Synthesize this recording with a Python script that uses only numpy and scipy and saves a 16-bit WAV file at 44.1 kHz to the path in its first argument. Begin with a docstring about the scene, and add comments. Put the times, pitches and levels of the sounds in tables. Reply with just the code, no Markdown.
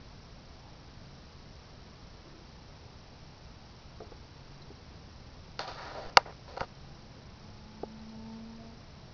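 """A quiet room through a small hand-held camera. Throughout: rumble, hiss, a faint chirping circuit.
Faint rustles near 0.6 and 2.2 s; dull knocks and a thin tick at 4-4.7 s. At 5.6-6.7 s fingers tap, slide
over and snap against the plastic casing, which rings and creaks; the grip pushes the microphone.
From 6.7 s a distant motor hums, climbs slowly in pitch and swells; a knock and two ticks fall near 8 s.
The hum fades out by 8.9 s."""
import sys
import numpy as np
from scipy import signal
from scipy.fft import rfft, irfft
from scipy.io import wavfile

SR = 44100
rng = np.random.default_rng(int(sys.argv[2]) if len(sys.argv) > 2 else 0)


def transcribe(u):
    """Save the signal u as a 16-bit wav file named by the first command-line argument.

    u: samples, shape (n,) or (channels, n), limited to [-1, 1]; the rate is SR.
    q: integer samples, one column per channel.
    """
    v = np.clip(np.atleast_2d(u).T, -1, 1)
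    q = np.round(v * 32767).astype(np.int16)
    wavfile.write(sys.argv[1], SR, q)


N = 402633

# room noise spectrum: (frequency [Hz], relative density [dB])
ROOM_SPECTRUM = [(7, -32), (12, 2), (32, 0), (107, -1), (142, -3), (193, -7), (225, -6.5), (250, -9.5),
                 (331, -12.5), (857, -15.5), (1750, -23), (3500, -25.5), (4300, -24), (5200, -34),
                 (5600, -29.5)]
# noise bands in the room: (centre [Hz], width [Hz], rms [dB])
ROOM_BANDS = [(74.7, 2.6, -63.5), (136.8, 2.7, -62.5), (163.9, 9.2, -69), (4005, 230, -74.5),
              (4680, 490, -69), (5190, 320, -70)]
# faint rustles: (time [s], peak [dB], length [s], pitch [Hz], t60 [s])
FAINT_RUSTLES = [(0.553, -53, 0.24, 850, 0.036), (0.596, -54.5, 0.17, 340, 0.1),
                 (2.149, -48.5, 0.37, 338, 0.057)]
# thin ticks: (time [s], peak [dB], contact cutoff [Hz], chatter decay [s])
THIN_TICKS = [(4.62, -47.5, 9000, .003), (7.992, -51, 9050, .002), (8.092, -51, 9000, .002)]
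# modes of the ticks: (frequency [Hz], gain [dB], t60 [s])
THIN_MODES = [(4000, -0.19, 0.031), (4300, -0.81, .02)]
# dull knocks: (time [s], peak [dB], contact cutoff [Hz], chatter decay [s])
DULL_KNOCKS = [(4.0035, -33.5, 2800, 0.0037), (4.013, -37, 700, 0.029), (4.1185, -39, 2500, 0.0076),
               (4.704, -39, 500, 0.0027), (4.714, -43, 600, 0.0042), (7.833, -23, 700, 0.00022)]
# modes of the knocks: (frequency [Hz], gain [dB], t60 [s])
DULL_MODES = [(244, -28, 0.024), (427, 21.5, 0.021), (535, 13, 0.036), (700, 19, 0.016), (850, 10.5, 0.052),
              (1200, 10, 0.016), (1570, -3, 0.025)]
# motor fundamental: (time [s], rms [dB])
MOTOR_FUNDAMENTAL = [(6.7, -64), (7.3, -66), (7.9, -49.5), (8.12, -49.5), (8.36, -45.5), (8.55, -48),
                     (8.72, -53), (8.9, -73)]
# swells of motor partials 2, 3, 4, one list each: (centre [s], length [s], rms at centre [dB])
MOTOR_SWELLS = [
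    [(8.3, 0.48, -60.5), (8.62, 0.4, -62.5)],
    [(8.3, 0.69, -67.5), (8.66, .2, -59)],
    [(7.0, 0.65, -68), (7.75, 1, -66), (8.27, 0.33, -59), (8.52, 0.095, -59), (8.69, .14, -62.5)],
]
# grip pushing the microphone: (time [s], peak [dB], length [s])
GRIP_PUSHES = [(6.053, -37, 0.035), (6.171, -21.5, 0.0027), (6.612, -26, 0.004)]
# casing modes: (frequency [Hz], gain [dB], t60 [s])
CASING_MODES = [(524, -6.5, .036), (600, -17.5, 0.065), (699, -10.5, 0.035), (796, -7.5, 0.042),
                (960, -4.5, 0.03), (1222, -7, 0.029), (1378, 0, 0.017), (1680, 0.5, 0.007),
                (1795, -2, 0.0095), (2199, -5.5, 0.0099), (2800, -9, 0.016), (3670, -13, 0.015),
                (3850, -28.5, 0.019), (4135, -8.5, 0.014), (4470, 4, 0.007), (4994, 5.5, 0.0019)]
# casing creaks under the sliding finger: (time [s], peak [dB], length [s], pitch [Hz], t60 [s])
CASING_CREAKS = [(5.635, -39, 0.044, 766, 0.066), (5.69, -42, 0.046, 750, .06),
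                 (5.94, -35.5, 0.092, 603, 0.081), (6.02, -38, 0.059, 535, 0.098)]
# finger strokes: (time [s], length [s], body [dB], rasp [dB], fade [dB/s], least damped pitch [Hz])
FINGER_STROKES = [(5.59, 0.058, -37, -39.5, 300, 910), (5.597, 0.5, -52.5, -55, 3.5, 1320),
                  (5.668, 0.084, -44.5, -48.5, 147, 850), (5.772, .17, -49.5, -60, 33, 1250),
                  (5.943, 0.23, -46.5, -65, 47, 800), (6.179, 0.055, -38, -51, 350, 900),
                  (6.251, 0.061, -42.5, -71, 59, 610), (6.474, 0.18, -47, -56.5, 70, 600),
                  (6.591, 0.054, -46.5, -54, 102, 990)]
# finger taps on the casing: (time [s], level [dB], contact cutoff [Hz], chatter decay [s])
FINGER_TAPS = [(5.5915, -21.5, 8900, 0.00057), (6.1702, 1.5, 5000, .0008), (6.1712, -18, 12000, 0.00031),
               (6.305, -56, 2470, .001), (6.323, -43.5, 3000, .001), (6.478, -46.5, 1200, .004),
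               (6.5655, -38.5, 15000, 0.00052), (6.571, -25.5, 700, 0.0016), (6.5765, -31, 4000, 0.00075),
               (6.6062, -21.5, 2970, 0.00045), (6.6115, -20, 890, 0.00067), (6.628, -31, 800, 0.0032)]


def from_db(db):
    """Decibels to gain."""
    return 10 ** (np.asarray(db) / 20)


def unit_rms(x):
    """Scale to rms 1."""
    return x / np.sqrt(np.mean(x ** 2) + 1e-20)


def drift(rate_hz):
    """Unit Gaussian values at rate_hz, joined by straight lines."""
    return np.interp(np.arange(N) * rate_hz / SR, np.arange(N // 50), rng.standard_normal(N // 50))


def ring(force, modes):
    """Damped modes driven by a force, neighbours in opposite sign."""
    out = np.zeros(len(force))
    for k, (hz, db, t60_s) in enumerate(modes):
        radius, angle = from_db(-60 / (t60_s * SR)), 2 * np.pi * hz / SR
        feedback = [1, -2 * radius * np.cos(angle), radius * radius]
        out += (-1) ** k * from_db(db) * signal.lfilter([0, np.sin(angle)], feedback, force)
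    return out


def place(out, time_s, sound, peak_db):
    """Mix a sound in at the given time and peak."""
    i = round(time_s * SR)
    out[i:i + len(sound)] += from_db(peak_db) * sound / np.abs(sound).max()


def room(floor_db=-50.5):
    """Rumble and hiss: coloured noise plus resonant noise bands."""
    hz = np.maximum(np.fft.rfftfreq(N, 1 / SR), 1)
    points_hz, points_db = np.transpose(ROOM_SPECTRUM)
    colour = from_db(np.interp(np.log(hz), np.log(points_hz), points_db))
    out = from_db(floor_db) * unit_rms(irfft(colour * rfft(rng.standard_normal(N)), N))
    for centre_hz, width_hz, db in ROOM_BANDS:
        band = 1 / (1 + (2 * (hz - centre_hz) / width_hz) ** 2)
        out += from_db(db) * unit_rms(irfft(band * rfft(rng.standard_normal(N)), N))
    return out


def circuit(rate_hz=29.108, base_hz=5240, arch_hz=204, level_db=-68):
    """Camera circuit: a thin, wavering, gated tone; pitch arches up mid-chirp."""
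    start_s, length_s, edge_s = .0032, .021, .004
    t = np.arange(N) / SR % (1 / rate_hz) - start_s
    hz = base_hz + arch_hz * np.sin(np.pi * np.clip(t / length_s, 0, 1)) + 80 * drift(300)
    gate = np.clip(np.minimum(t, length_s - t) / edge_s, 0, 1)
    gain = np.sqrt(2) * from_db(level_db + 0.82 * drift(40))
    return gate * gain * np.sin(2 * np.pi * np.cumsum(hz) / SR)


def rubbing(events):
    """Rustles or creaks: short swells of noise in one resonance."""
    out = np.zeros(N)
    for time_s, db, length_s, hz, t60_s in events:
        noise = rng.standard_normal(SR)
        swell = np.hanning(round(length_s * SR))
        place(out, time_s, swell * ring(noise[:len(swell)], [(hz, 0, t60_s)]), db)
    return out


def impacts(events, modes):
    """A blow plus brief chatter rings a body; softer contacts pass less treble."""
    out, t = np.zeros(N), np.arange(SR // 10) / SR
    for time_s, db, cutoff_hz, decay_s in events:
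        force = 0.07 * rng.standard_normal(len(t)) * np.exp(-t / decay_s)
        force[0] = -1   # the blow
        softened = signal.lfilter(*signal.butter(2, cutoff_hz, fs=SR), force)
        place(out, time_s, ring(softened, modes), db)
    return out


def motor(start_hz=193.7, goal_hz=245.3, settle_s=1.9):
    """Distant motor creeping up to speed: four partials, wavering on their way through the walls."""
    t = np.arange(N) / SR
    times_s, levels_db = np.transpose(MOTOR_FUNDAMENTAL)
    start_s, end_s = times_s[0], times_s[-1]
    hz = goal_hz - (goal_hz - start_hz) * np.exp(-np.maximum(t - start_s, 0) / settle_s)
    phase = 2 * np.pi * np.cumsum(hz) / SR
    gains = [from_db(np.interp(t, times_s, levels_db))]
    for swells in MOTOR_SWELLS:
        gains.append(sum(from_db(db) * np.cos(np.pi * np.clip((t - centre_s) / length_s, -.5, .5))
                         for centre_s, length_s, db in swells))
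    hum = np.zeros(N)
    for k, gain in enumerate(gains):
        waver = from_db((0.8 + 0.35 * k) * drift(12))
        hum += gain * waver * np.sin((k + 1) * phase + k)
    return np.sqrt(2) * hum * ((t > start_s) & (t < end_s))


def grip():
    """The shifting grip puts pressure bumps on the microphone."""
    out = np.zeros(N)
    for time_s, db, length_s in GRIP_PUSHES:
        place(out, time_s, np.hanning(round(length_s * SR)), db)
    return out


def radiate(x, cutoff_hz=400):
    """A small casing radiates little below its first mode."""
    return signal.lfilter(*signal.butter(2, cutoff_hz, "high", fs=SR), x)


def finger_slides(grains_per_s=7000, split_hz=2500, skin_db=-5, attack_s=.008, release_s=.0081):
    """Skin sticks and slips in grains; the grip damps all modes, the low ones least near free_hz."""
    t60_scale, fall_oct_per_s = .7, 1.9
    slips = rng.random(N) < grains_per_s * from_db(1.5 * drift(60)) / SR
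    grains = slips * rng.standard_normal(N)
    rings = [(hz, radiate(ring(grains, [(hz, db, t60_scale * t60_s)]))) for hz, db, t60_s in CASING_MODES]
    low_rings = [(hz, sound) for hz, sound in rings if hz < split_hz]
    low_rms = np.sqrt(sum(np.mean(sound ** 2) for hz, sound in low_rings))
    treble = sum(sound for hz, sound in rings if hz > split_hz)
    # further grains, heard directly
    skin = signal.lfilter(*signal.butter(2, [2200, 4000], "band", fs=SR), rng.permutation(grains))
    rasp = unit_rms(unit_rms(treble) + from_db(skin_db) * unit_rms(skin))
    out = np.zeros(N)
    for time_s, length_s, body_db, rasp_db, fade_db_per_s, start_hz in FINGER_STROKES:
        t = np.arange(round((length_s + release_s) * SR)) / SR
        span = slice(round(time_s * SR), round(time_s * SR) + len(t))
        free_hz = start_hz * 2 ** (-fall_oct_per_s * t)   # sinks as the finger presses on
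        body = sum(from_db(4 - 11 * np.abs(np.log2(hz / free_hz))) * sound[span]
                   for hz, sound in low_rings)
        touch = np.clip(np.minimum(t / attack_s, (t[-1] - t) / release_s), 0, 1)
        friction = from_db(body_db) * body / low_rms + from_db(rasp_db) * rasp[span]
        out[span] += touch * from_db(-fade_db_per_s * t) * friction
    return out


def finger_taps():
    """Taps and snaps ring the plastic casing."""
    return radiate(impacts(FINGER_TAPS, CASING_MODES))


def scene():
    """All sources at one microphone."""
    hands = finger_taps() + finger_slides() + grip()
    background = room() + circuit()
    knocks = impacts(DULL_KNOCKS, DULL_MODES)
    hum = motor()
    rustles = rubbing(FAINT_RUSTLES)
    creaks = rubbing(CASING_CREAKS)
    ticks = impacts(THIN_TICKS, THIN_MODES)
    return (background + rustles + ticks + knocks + hum + creaks + hands)[None]


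def record(dry, antialias_hz=5480, rolloff_hz=5680, cutoff_hz=6700):
    """Camera samples at SR / 4: treble mirrors above the fold at SR / 8 and rolls off; the top is cut."""
    clipped = np.clip(dry, -1.3, 1.3)
    smooth = signal.sosfilt(signal.ellip(8, .3, 50, antialias_hz, fs=SR, output="sos"), clipped)
    sampled = 4 * smooth * (np.arange(N) % 4 == 0)
    rolled_off = signal.sosfilt(signal.butter(16, rolloff_hz, fs=SR, output="sos"), sampled)
    return signal.sosfilt(signal.ellip(8, .1, 70, cutoff_hz, fs=SR, output="sos"), rolled_off)


dry = scene()
out = record(dry)
transcribe(out)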